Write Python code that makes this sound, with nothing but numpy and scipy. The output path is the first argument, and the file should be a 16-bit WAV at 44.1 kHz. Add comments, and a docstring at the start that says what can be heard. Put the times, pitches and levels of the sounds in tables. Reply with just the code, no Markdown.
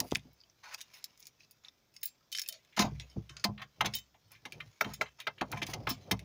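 """Inside a parked car, engine off, a phone near the wheel: a hush of filtered noise runs all through.
From the start a hand rustles over trim (grainy noise), the shell rocks and thumps (ringing modes), and
keys clink (sharp ticks, rattle, short pings). Soon the phone is bumped, free keys ring, small parts tick
and a key shank rubs in its slot (a gliding resonance). After two seconds levers and pedals knock on their
stops, the trim is rubbed once, the floor pan rings, and late on a sprung lever snaps into its notch."""
import sys
import numpy as np
from scipy import signal
from scipy.fft import rfft, irfft
from scipy.io import wavfile
from scipy.ndimage import uniform_filter1d

SR = 44100
rng = np.random.default_rng(int(sys.argv[2]) if len(sys.argv) > 2 else 0)


def pcm_store(signal):
    """Save signal as 16-bit PCM."""
    levels = np.round(np.clip(np.atleast_2d(signal), -1, 1) * 32767)
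    wavfile.write(sys.argv[1], SR, levels.astype(np.int16).T)


def gain_from_decibels(decibels):
    """Convert decibel values to linear amplitude factors."""
    exponent = np.asarray(decibels, float) / 20
    return 10 ** exponent


N = 275184  # length in samples
T = np.arange(N) / SR  # time in seconds

# Levels in the tables are starting points: the functions add their own balance.
# Outdoor hush and microphone hiss, shape of the spectrum: f/Hz, level/dB
HUSH = [(15, -50), (25, -0.5), (118, 0), (373, -4), (561, -6), (822, -9), (1110, -10.5), (1380, -9),
        (2810, -22.5), (3400, -10), (4460, -16.5), (5260, -8.5), (10100, -32), (15200, -15), (17000, -52)]
HUSH_DB = -75  # overall rms
# Noise of rubbing or rattling surfaces, shape of the spectrum: f/Hz, level/dB
CONTACT = [(240, -73.5), (400, -11), (726, -4.5), (904, -2), (1030, 0.5), (1380, -5), (2470, 2.5),
           (2840, -2), (5240, 0), (6530, -3), (7880, -21), (10300, -10.5), (13600, -18), (15200, -4.5),
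           (17000, -58.5)]
# Borders of the four bands of clinks and knocks: f/Hz
EDGES_HZ = (1100, 1600, 4000, 8000, 17000)
# Light rustle of hand and cloth: t/s, level of 2-8 kHz/dB
SLIDE = [(0, -68), (.17, -67.5), (.3, -77), (.55, -78), (.7, -71.5), (1.0, -66), (1.2, -75.5), (1.5, -80),
         (2.0, -78.5), (2.6, -77.5), (2.9, -69), (3.4, -75), (3.65, -79.5), (3.93, -64.5), (4.12, -80.5),
         (4.62, -69.5), (5.3, -77.5), (5.62, -67), (6.24, -69.5)]
# The shell rocking on seat and springs: t/s, level/dB
ROCKING = [(0, -45), (.15, -81), (.28, -71), (.42, -80.5), (2.75, -81.5), (2.94, -61), (3.08, -64),
           (3.44, -66.5), (3.58, -55.5), (3.72, -87.5), (3.83, -46), (4.1, -79.5), (4.4, -64.5),
           (4.66, -55.5), (4.8, -86), (4.99, -60), (5.13, -73), (5.39, -66), (5.58, -47.5), (6.24, -53.5)]
# Modes of the body shell: f/Hz, level/dB, time to fall by 60 dB/s
SHELL = [(63.5, -14.5, 0.55), (112, -3, 0.16), (141.6, -4.5, 0.23), (191.2, -4.5, 0.16), (255.8, -3.5, .12),
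         (331.3, 2, 0.052), (437, -8.5, 0.091), (633, -16.5, 0.12), (682.6, -4, 0.052), (771, -5, 0.063),
         (869.4, 0, 0.056), (1016, -6.5, 0.061)]
# Key clinks: t/s, peak of 4-8 kHz/dB, 1.5-4 kHz re peak/dB, above 8 kHz re peak/dB,
# chatter fall time/s (limited, then scaled for each band)
CLINKS = [(0.0024, -14.5, -9.5, -5, 0.034), (0.1104, -39, -3, -6.5, 0.0057), (0.117, -31, 2, -9, 0.028),
          (.130, -44, 0, -13.5, 0.02), (0.1485, -40.5, 0, -8, 0.021), (0.1502, -24.5, -5, -3.5, 0.034),
          (0.1559, -20.5, 5, -25.5, 0.0093), (0.168, -48.5, -13, 14, 0.034), (0.194, -51, 2, -25, 0.034),
          (0.741, -36.5, -14, -4.5, 0.069), (0.7459, -29, -5, -9, 0.013), (0.7996, -51, 7, -15.5, 0.0071),
          (0.807, -36.5, -3.5, -21.5, 0.021), (0.8133, -35, -8, -4, 0.074), (0.939, -55, -40, -20, .036),
          (0.9577, -59, 3, -21, 0.048), (1.042, -29, -15.5, -6, 0.068), (1.176, -54, -29, -3, .076),
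          (1.203, -49.5, -19, 3, 0.049), (1.227, -43.5, -20, -29.5, 0.049), (1.255, -47, -31, -10, 0.05),
          (1.269, -38.5, -15.5, -3, 0.079), (1.51, -57.5, -7, 12, 0.08), (1.649, -62, 10, -3, 0.03),
          (1.94, -57, -7, -3.5, 0.37), (1.9655, -42.5, -10, -13, 0.025), (2.0318, -36, 0, 8, 0.077),
          (2.0577, -34, -11, -3, 0.06), (2.078, -43.5, -12, -8, 0.12), (2.3179, -38.5, -11, -3, 0.13),
          (2.3272, -31.5, -8, -10.5, 0.068), (2.3491, -34.5, 8, -18, 0.036),
          (2.3658, -33.5, -11.5, -8, 0.045), (2.375, -28.5, -10.5, -6, 0.029),
          (2.3852, -24, -7, -14, 0.035), (2.3946, -25.5, -6, -3, 0.057),
          (2.4167, -26.5, -12.5, -5.5, 0.045), (2.4363, -47.5, 2, 0, 0.1), (2.461, -46, -2, -13, 0.14),
          (2.478, -48, -5, 13, 0.028), (2.4875, -23.5, -14, 3.5, 0.032), (2.4935, -40, -7, 1.5, 0.099),
          (2.5249, -34.5, -7, -4, 0.058), (2.541, -46.5, -4.5, -17, 0.24), (2.649, -56.5, -3, -9, 0.031),
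          (2.9983, -36, 0.5, -23, 0.12), (3.0175, -56, -9, -14, 0.059), (3.295, -41.5, -3, -39, 0.1),
          (3.3677, -36.5, -4, -38.5, 0.076), (3.397, -48.5, -8.5, -24, 0.29),
          (3.937, -36.5, 1.5, -10, 0.07), (3.9454, -31, -11, -9, .06), (3.949, -39, -9, 0.5, 0.11),
          (3.966, -35.5, -9, -9, 0.1), (3.985, -41, -6.5, -5, 0.069), (4.318, -47, -6, 6, 0.053),
          (4.5222, -38.5, 3, -6, 0.078), (4.9378, -38, -2, -3, 0.11), (5.202, -37.5, 5.5, -4.5, 0.1),
          (5.5167, -33, -27, -6, 0.064), (5.667, -32, -5.5, -10.5, 0.062), (5.8916, -33, -3, -11, 0.072),
          (5.9, -31, -4, -11, 0.16), (6.112, -38.5, -20, 9.5, 0.061), (6.193, -43, 1.5, -4, 0.074)]
# Modes of three free keys, one list a key: f/Hz, level/dB, time to fall by 60 dB/s
KEYS = [
    [(3055, 0, .12), (3715, -3, .14), (8480, -9, .07), (12900, -13, .06)],
    [(7432, -23, .18), (9930, -14, .08), (11620, -18, .06), (15030, -4, .06), (15440, -5, .04),
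     (15720, -3, .035), (14650, -6, .035)],
    [(2150, -8, .05), (4650, -5, .05), (5130, -2, .06), (5340, -2, .07), (6560, -3, .06), (10500, -9, .03)],
]
# Thumps into the shell: t/s, peak under 170 Hz/dB, 170-600 Hz re peak/dB, 600-1100 Hz re peak/dB
THUMPS = [(0.003, -34, 1, 0.5), (0.048, -59, 5, -26), (0.076, -62, 5, -15), (0.128, -40.5, 4, -2),
          (0.155, -48.5, 5.5, 1), (0.165, -37.5, -6, -23), (0.247, -46.5, 0.5, -19), (0.27, -63, 8, -9),
          (2.774, -48, 14.5, 21), (2.794, -34.5, 13, 5), (2.818, -26.5, -16, -3),
          (2.843, -24.5, -9.5, -2.5), (2.871, -34.5, -2.5, -7), (2.914, -31, -10, -30),
          (2.946, -34.5, -21, -39), (2.974, -42, -24, -47), (2.997, -42.5, -14, -14),
          (3.161, -26.5, -1.5, -23), (3.185, -34.5, -4.5, -23), (3.301, -43, -13.5, -20),
          (3.446, -40.5, 9, 11.5), (3.487, -24.5, -13, -14.5), (3.576, -51, -9, -21),
          (3.617, -42.5, -22, -6), (3.809, -38.5, 4, 14.5), (3.844, -39.5, 8, 11), (3.864, -33, -3.5, -4.5),
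          (3.948, -43.5, -11, -8), (4.144, -75, 0, 20.5), (4.453, -48.5, 2, 11), (4.811, -50.5, 8, 23.5),
          (4.862, -36.5, 2, -7), (4.908, -40, -4, -20), (4.846, -37.5, -9, -1), (4.888, -35.5, -13, -5),
          (5.011, -42, -0.5, 15.5), (5.2718, -47, -1, 16), (5.414, -36, 7, 13), (5.53, -32, -3.5, 1.5),
          (5.62, -41.5, 7, 7), (5.687, -32.5, -3.5, -5.5), (5.738, -34, -18, 0.5), (5.846, -72, -5, 20),
          (5.872, -38, 6, 13), (5.902, -38, 5.5, -10), (6.09, -70, 2, 15), (6.112, -36.5, 11, 10),
          (6.127, -23, -4.5, -13)]
# Short firm scrapes: start/s, end/s, level of 0.5-2 kHz/dB, level of 2-8 kHz/dB, level above 8 kHz/dB
SCRAPES = [(0.035, 0.174, -100, -76, -65.5), (0.629, 0.763, -58.5, -58.5, -76),
           (0.719, 0.764, -55, -59, -69), (0.777, 0.821, -68.5, -62, -67), (0.932, 0.999, -70, -59.5, -65),
           (1.188, 1.29, -83, -68, -73), (1.392, 1.459, -100, -71.5, -88),
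           (1.633, 1.701, -72, -65.5, -89.5), (3.587, 3.646, -54.5, -68, -84),
           (4.305, 4.363, -69, -67.5, -79.5), (4.825, 4.954, -58.5, -61.5, -78),
           (5.04, 5.1, -63, -71, -100), (5.184, 5.229, -58.5, -63, -83), (5.51, 5.592, -55, -61, -79),
           (5.658, 5.736, -58, -55, -58.5), (5.877, 5.926, -50, -48, -77)]
# Modes of the hollow trim: f/Hz, level/dB, time to fall by 60 dB/s
TRIM = [(1274, 4.5, 0.056), (1451, 3.5, 0.035), (1583, -5, 0.093), (1785, 1, 0.016), (2082, -7.5, 0.064),
        (2319, -7, 0.022), (2850, -3, 0.019), (3137, -12.5, 0.075)]
# Bumps on the phone: t/s, peak/dB, pulse width/s
BUMPS = [(0.1242, -21, 0.0008), (0.1241, -22.5, 0.00032), (0.137, -33, 0.0024), (2.847, -25, 0.0013),
         (3.17, -34, 0.00067), (3.183, -26.5, 0.0018)]
# Free keys struck: t/s, which key (counted from 0), level/dB
JINGLES = [(0.332, 1, -61.5), (0.941, 2, -51), (1.197, 1, -54), (1.646, 0, -73), (1.964, 2, -49),
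           (2.029, 0, -48.5), (2.011, 1, -62), (2.015, 2, -58), (2.032, 1, -28.5), (2.031, 2, -41),
           (2.0563, 1, -27), (2.3255, 0, -35.5), (2.3255, 1, -39), (2.3257, 2, -41), (2.3513, 0, -40),
           (2.3515, 2, -36), (2.393, 1, -40), (2.393, 2, -39), (2.417, 1, -40), (2.4172, 2, -36.5),
           (3.099, 2, -56), (3.112, 0, -62.5), (3.292, 0, -52.5), (3.294, 2, -67), (3.401, 2, -61),
           (3.937, 0, -41.5), (3.937, 1, -49), (3.939, 2, -34), (3.951, 0, -36.5), (3.952, 1, -26.5),
           (3.9875, 1, -45), (3.986, 0, -57), (2.495, 0, -46), (2.487, 1, -41.5), (4.281, 0, -69),
           (4.902, 2, -59), (4.937, 1, -40), (4.936, 2, -43), (5.892, 0, -41), (5.895, 1, -30.5)]
# Faint pitched ticks of small parts touching: t/s, f/Hz, peak/dB
PIPS = [(0.389, 4750, -59), (0.4037, 5130, -48), (.4135, 4860, -45), (.4365, 4870, -51), (.4365, 3100, -53),
        (.498, 5780, -49.5), (1.406, 2570, -48), (1.406, 5500, -54), (1.434, 4860, -51),
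        (1.433, 2800, -57.5), (1.51, 4900, -51), (1.517, 4940, -53), (1.6485, 3660, -37),
        (1.684, 3900, -39), (1.684, 5500, -45)]
# A key shank sliding into its slot: start/s, end/s, first f/Hz, last f/Hz, level/dB
SLOT = [(0.625, 0.69, 1157, 832, -62.5), (0.652, 0.677, 1592, 1440, -54.5), (0.684, 0.707, 1380, 686, -60),
        (.718, 0.744, 967, 1130, -65), (0.751, 0.764, 1210, 520, -55)]
# Lever and pedal knocks: t/s, peak of 1.1-1.6 kHz/dB, 1.6-4 kHz re peak/dB, 4-8 kHz re peak/dB,
# rattle fall time/s (limited, then scaled for each band)
KNOCKS = [(2.209, -67, -11, -17, 0.042), (2.724, -69.5, 20.5, -10, 0.25), (2.764, -51, 20.5, 18, 0.099),
          (2.772, -34, 9.5, 0, 0.096), (2.7902, -28, 13.5, 12, 0.064), (2.8042, -34, 6.5, 9, 0.15),
          (2.8194, -31.5, 9, 0, 0.044), (2.848, -53, 14, 3, 0.15), (3.294, -54.5, -17, -6, 0.43),
          (3.364, -52, -25, -13, 0.085), (3.44, -32, 16, 17, 0.054), (3.577, -53, 17.5, -12, 0.062),
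          (3.594, -50.5, 10.5, -26, 0.09), (3.6158, -44, 13.5, 1, 0.089), (3.807, -23, 9, -2, 0.046),
          (3.846, -38.5, 14, 1, 0.13), (3.8562, -34, 12, 10.5, 0.055), (4.143, -69.5, 14, -5.5, 0.11),
          (4.349, -71.5, 25.5, 11.5, 0.14), (4.4515, -47, 17, 9, 0.072), (4.602, -43.5, 15, -2, 0.064),
          (4.8075, -35.5, 10.5, 10.5, 0.056), (4.8434, -40.5, 13.5, -3, 0.065),
          (5.01, -34, 11.5, 2.5, 0.079), (5.0568, -67, 29, -14, 0.14), (5.2685, -24, 5.5, -10.5, 0.053),
          (5.38, -64, 24, 1, 0.15), (5.4097, -29.5, 8.5, -5, 0.05), (5.525, -34.5, 6.5, -24, 0.036),
          (5.571, -47, 13, 4, 0.12), (5.617, -39.5, 17, 4.5, 0.045), (5.626, -44, 19.5, 12, 0.056),
          (5.7335, -41, 15.5, 14.5, 0.048), (5.869, -28, 6.5, -10, 0.065), (5.9, -42.5, -1, 8.5, 0.13),
          (6.111, -34, 18.5, 17, 0.054)]
# Blows that reach the floor pan: t/s, peak under 600 Hz/dB, higher modes re peak/dB
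PAN_BLOWS = [(2.775, -35.5, 8.5), (2.794, -28, 11), (2.82, -38, 16.5), (2.844, -35, -5), (3.446, -31, 9.5),
             (3.486, -34, -24), (3.809, -45.5, 13.5), (3.864, -40.5, 5), (4.846, -40.5, 4), (5.57, -45, 12),
             (5.904, -46.5, 10.5)]
# Modes of the floor pan: f/Hz, level/dB, time to fall by 60 dB/s
PAN = [(206.4, 2.5, 0.29), (701, -9, 0.15), (807, -18, 0.16), (889, -14.5, 0.14), (1026, -6, 0.1)]
# A sprung lever snapping into its notch: t/s, level/dB
SNAPS = [(4.8107, -23), (5.0115, -23.5), (5.271, -28)]
# Modes of that lever: f/Hz, level/dB, time to fall by 60 dB/s
LEVER = [(427, -13, 0.11), (630, -5, 0.048), (1309, 3.5, 0.042), (1390, -1, 0.049), (1593, 3.5, 0.023),
         (2038, -2.5, 0.041), (2254, 10, 0.012), (2655, -18, 0.14)]


def coloured(points):
    """Noise of rms 1 whose spectrum follows the given points of frequency and level."""
    hz, db = np.transpose(points)
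    f = np.maximum(np.fft.rfftfreq(N, 1 / SR), 1)
    gain = gain_from_decibels(np.interp(np.log(f), np.log(hz), db))
    x = irfft(rfft(rng.standard_normal(N)) * gain, N)
    return x / x.std()


def hush():
    """Faint outdoor hush and microphone hiss, as one steady noise."""
    return gain_from_decibels(HUSH_DB) * coloured(HUSH)


def bandpass(x, order, lo_hz, hi_hz):
    """Lets through only what lies between two frequencies."""
    return signal.sosfilt(signal.butter(order, [lo_hz, hi_hz], "band", fs=SR, output="sos"), x)


def highpass(x, order, cut_hz):
    """Weakens what lies below the cut."""
    return signal.sosfilt(signal.butter(order, cut_hz, "high", fs=SR, output="sos"), x)


def band(x, lo_hz, hi_hz):
    """One band of x, brought to rms 1."""
    y = bandpass(x, 3, lo_hz, hi_hz)
    return y / y.std()


def curve(table):
    """Gain over time, joining the levels in dB of a table of times and levels."""
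    t, db = np.transpose(table)
    return gain_from_decibels(np.interp(T, t, db))


def walk(rate):
    """Random wandering level with a spread near 1: about `rate` new values a second, joined by slopes."""
    k = int(SR / rate)
    steps = np.repeat(rng.standard_normal(N // k + 1), k)
    return 1.12 * uniform_filter1d(steps, k)[:N]


def contact_noise():
    """Contact noise whose narrow bands wax and wane, so that its colour keeps changing."""
    patchy_db, patchy_rate = 3.2, 14  # depth; changes a second
    x = coloured(CONTACT)
    out = 0
    for hz in EDGES_HZ[0] * 2 ** np.arange(0, 4, 1 / 8):
        narrow = bandpass(x, 2, hz / 1.035, hz * 1.035)
        out = out + gain_from_decibels(patchy_db * walk(patchy_rate)) * narrow
    return out


def sliding_grain(rough):
    """Surfaces catch and slip in dense tiny grains: the whole noise, then its low, mid and top bands."""
    grain = gain_from_decibels(2.4 * walk(900) + 1.8 * walk(150))
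    x = coloured(CONTACT) * grain
    low = band(x, 500, 2000)
    mid = band(x / 2 + rough / rough.std() * grain, 2000, 8000)
    top = band(x, 8000, 16500)
    return x, low, mid, top


def rustle(low, mid, top):
    """Skin and cloth slide lightly: grainy noise, strongest in the mid band, that swells and fades."""
    return curve(SLIDE) * (mid + gain_from_decibels(-15) * top + gain_from_decibels(-7.5) * low)


def rocking():
    """Shifts of weight keep the lowest shell modes murmuring in fits and starts."""
    push = rng.standard_normal(N) * gain_from_decibels(4.5 * walk(16))
    low = sum(gain_from_decibels(db) * band(push, hz / 1.167, hz * 1.124) for hz, db, _ in SHELL[:3])
    low = low + gain_from_decibels(-11) * gain_from_decibels(5 * walk(30)) * band(push, 160, 700)
    return curve(ROCKING) * low / low.std()


def bursts(times, gains, t60s, rise_s):
    """Envelope that builds up, then falls exponentially, for each contact."""
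    env = np.zeros(N)
    for s, gain, t60 in zip(times, gains, t60s):
        i = int(s * SR)
        t = T[:min(int((1.5 * t60 + rise_s) * SR), N - i)]
        fall = gain_from_decibels(-60 * np.maximum(t - rise_s, 0) / t60)
        env[i:i + len(t)] += gain * np.minimum(t / rise_s, 1) * fall
    return env


def chatter(times, band_db, t60s, rise_s, noise):
    """Rough rattle of loose contact in four bands, the treble dying first."""
    crest = 2.275  # peak over rms of a noise burst
    out = 0
    for db, x, stretch in zip(band_db, noise, (1.6, 0.95, 0.8, 0.67)):
        rattle = bursts(times, gain_from_decibels(db) / crest, np.clip(t60s, 0.008, 0.4) * stretch, rise_s)
        out = out + gain_from_decibels(0.56 * walk(400)) * x * rattle
    return out


def ticks(times, band_db):
    """The first touch of steel on steel: one sharp impulse, shaped band by band."""
    size = rng.standard_normal((len(times), 2))
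    out = 0
    for db, lo, hi in zip(band_db, EDGES_HZ, EDGES_HZ[1:]):
        spikes = np.zeros(N)
        height = gain_from_decibels(db + 1.2 * size[:, 0]) * SR / (2 * (hi - lo))  # a narrow band needs a taller spike
        spikes[(times * SR).astype(int)] = height * np.sign(size[:, 1])
        out = out + bandpass(spikes, 3, lo, hi)
    return out


def ring(times, db, modes, scatter_db, blur_s):
    """Every blow starts each mode with its own strength and sign; rebounds delay the modes and let them swell."""
    chance = rng.standard_normal((len(times), len(modes), 3))
    out = np.zeros(N)
    for k, (hz, mode_db, t60) in enumerate(modes):
        blows = np.zeros(N)
        at = np.minimum((times + blur_s * np.abs(chance[:, k, 2])) * SR, N - 1).astype(int)
        strength = gain_from_decibels(db[k] + mode_db + scatter_db * chance[:, k, 0])
        np.add.at(blows, at, strength * np.sign(chance[:, k, 1]))
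        w = 2 * np.pi * hz / SR
        long_r, short_r = gain_from_decibels(-60 / (t60 * SR)), np.exp(-1 / (blur_s * SR))
        # taking away a quickly dying copy softens the start
        for gain, r in ((0.81, long_r), (-0.46, short_r)):
            out += gain * signal.lfilter([0, np.sin(w)], [1, -2 * r * np.cos(w), r * r], blows)
    return out


def clinks(noise):
    """Small steel parts held in the hand: dry ticks, rattle and short damped pings, with almost nothing low."""
    s, db, mid, top, t60 = np.transpose(CLINKS)
    band_db = np.array([db + mid - 15, db + mid, db, db + top])
    dry = chatter(s, band_db - 2, t60, 0.0002, noise) + ticks(s, band_db - 1)
    # the hand makes the modes of a key die four times as fast
    free = KEYS[2][1:] + [(2520, 0, 0.06), (3200, 0, 0.06), (3650, 0, 0.06)]
    held = [(hz, mode_db, fall / 4) for hz, mode_db, fall in free]
    drive_db = [db - 10.5 + (mid if hz < EDGES_HZ[2] else 0) for hz, _, _ in held]
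    dry += ring(s, drive_db, held, 3.5, 0.0002)
    return highpass(dry, 3, 1700)


def shell_thumps():
    """Heavy blows ring the panels and cabin air, and loose panels buzz briefly as well."""
    s, db, pan, panel = np.transpose(THUMPS)
    drive_db = [db - 4 + (0 if hz < 170 else pan if hz < 600 else panel) for hz, _, _ in SHELL]
    out = ring(s, drive_db, SHELL, 3.15, 0.003214)
    buzz = band(rng.standard_normal(N), 500, 1100)
    return out + buzz * bursts(s, gain_from_decibels(db + panel - 10.5), 0 * s + 0.1, 0.0046)


def scrapes(x, low, mid, top):
    """Firmer scrapes of hand and key shanks also set the hollow trim and upper shell modes sounding."""
    hollow = sum(gain_from_decibels(db + 4 * walk(25)) * band(x, hz / 1.04, hz * 1.04) for hz, db, _ in SHELL[-4:] + TRIM)
    low = low + gain_from_decibels(-4) * hollow / hollow.std()
    out = 0
    for start, end, low_db, mid_db, top_db in SCRAPES:
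        touch = np.clip(np.minimum((T - start) / 0.0089, (end - T) / 0.015), 0, 1)
        out = out + touch * (gain_from_decibels(low_db) * low + gain_from_decibels(mid_db) * mid + gain_from_decibels(top_db) * top)
    return out


def phone_bumps():
    """Bumps on the phone itself: single dull pulses, a main dip between two smaller humps."""
    out = np.zeros(N)
    for s, db, width_s in BUMPS:
        u = (T - s) / width_s
        out -= gain_from_decibels(db) * (1 - u ** 2) * np.exp(-np.clip(u ** 2, 0, 99) / 2)
    return out


def jingles():
    """Free keys, when struck, ring thin and long in their own modes."""
    s, which, db = np.transpose(JINGLES)
    out = 0
    for k, key in enumerate(KEYS):
        hit = np.round(which) == k
        out = out + ring(s[hit], [db[hit]] * len(key), key, 2, 0.0001)
    return out


def pips():
    """Small parts touch: each tick rings a tight cluster of three damped modes around its own pitch."""
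    t60_s, rise_s = 0.026, 0.00043
    spread = rng.standard_normal((len(PIPS), 3))
    out, t = np.zeros(N), T[:SR // 20]
    for (s, hz, db), cluster in zip(PIPS, spread):
        i = int(s * SR)
        tones = np.sin(2 * np.pi * hz * (1 + 0.043 * cluster[:, None]) * t).mean(axis=0)
        out[i:i + len(t)] += gain_from_decibels(db - 60 * t / t60_s) * np.minimum(t / rise_s, 1) * tones
    return out


def slot():
    """A key shank slides into its slot: coarse rubbing grain in a narrow resonance that glides."""
    half_width_hz = 62  # slow noise on a tone spreads this far to each side
    slow = signal.butter(2, half_width_hz, fs=SR, output="sos")
    a, b = signal.sosfilt(slow, rng.standard_normal((2, N)))
    out = 0
    for start, end, from_hz, to_hz, db in SLOT:
        phase = 2 * np.pi * np.cumsum(np.interp(T, [start, end], [from_hz, to_hz])) / SR
        touch = np.clip(np.minimum(T - start, end - T) / 0.0087, 0, 1)
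        out = out + gain_from_decibels(db) * touch * (a * np.cos(phase) + b * np.sin(phase)) / a.std()
    return out


def knocks(noise):
    """Levers and pedals hit plastic and metal stops: rattle, and the ring of hollow, woody trim."""
    s, db, mid, treble, t60 = np.transpose(KNOCKS)
    drive_db = [db - 5.5 + (mid if hz > EDGES_HZ[1] else 0) for hz, _, _ in TRIM]
    hollow = highpass(ring(s, drive_db, TRIM, 2.6, 0.00141), 2, 330)
    band_db = np.array([db - 4.5, db + mid - 5.5, db + treble, db + treble - 11.5])
    return hollow + chatter(s, band_db, t60, 0.0047, noise)


def hollow_rub(x):
    """One faint hollow rub: a narrow band of the sliding noise that swells and fades."""
    at_s, spread_s, hz, level_db = 2.53, 0.042, 577, -67
    swell = np.exp(-((T - at_s) / spread_s) ** 2 / 2)
    return gain_from_decibels(level_db) * swell * band(x, hz / 1.17, hz * 1.18)


def pan_blows():
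    """Blows that reach the floor pan set its own modes ringing."""
    s, db, high = np.transpose(PAN_BLOWS)
    drive_db = [db + (high if hz > 600 else 0) for hz, _, _ in PAN]
    return ring(s, drive_db, PAN, 0.92, 0.002794)


def lever_snaps():
    """A sprung lever snaps into its notch and rings in its own modes."""
    s, db = np.transpose(SNAPS)
    return highpass(ring(s, [db] * len(LEVER), LEVER, 0.93, 0.0008), 2, 330)


def cabin(x):
    """Adds dense early reflections from glass and dash, soaked up fast by seats."""
    t60_s, level_db = 0.092, -19
    t = T[:int(0.3 * SR)]
    tail = rng.standard_normal(len(t)) * gain_from_decibels(-60 * t / t60_s) * (t > 0.002)
    tail = signal.lfilter([0.5], [1, -0.45], tail)  # duller
    tail = tail / np.sqrt(np.sum(tail ** 2))
    return x + gain_from_decibels(level_db) * signal.fftconvolve(x, tail)[:N]


def scene():
    """Contacts with their cabin reflections, over the shell and the hush."""
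    rough = contact_noise()
    noise = [band(rough, lo, hi) for lo, hi in zip(EDGES_HZ, EDGES_HZ[1:])]
    x, low, mid, top = sliding_grain(rough)
    sliding = rustle(low, mid, top) + scrapes(x, low, mid, top) + hollow_rub(x)
    small_parts = clinks(noise) + jingles() + pips() + slot()
    near = cabin(sliding + small_parts + knocks(noise) + lever_snaps())
    shell = rocking() + shell_thumps() + phone_bumps() + pan_blows()
    return (near + shell + hush())[None]


def top_cut(x):
    """Nothing passes above the cut-off."""
    return signal.sosfilt(signal.butter(12, 17140, fs=SR, output="sos"), x)


def record(dry):
    """The microphone loses the deepest bass, below about 36 Hz."""
    heard = highpass(dry, 1, 36)
    return top_cut(heard)


dry = scene()
out = record(dry)
pcm_store(out)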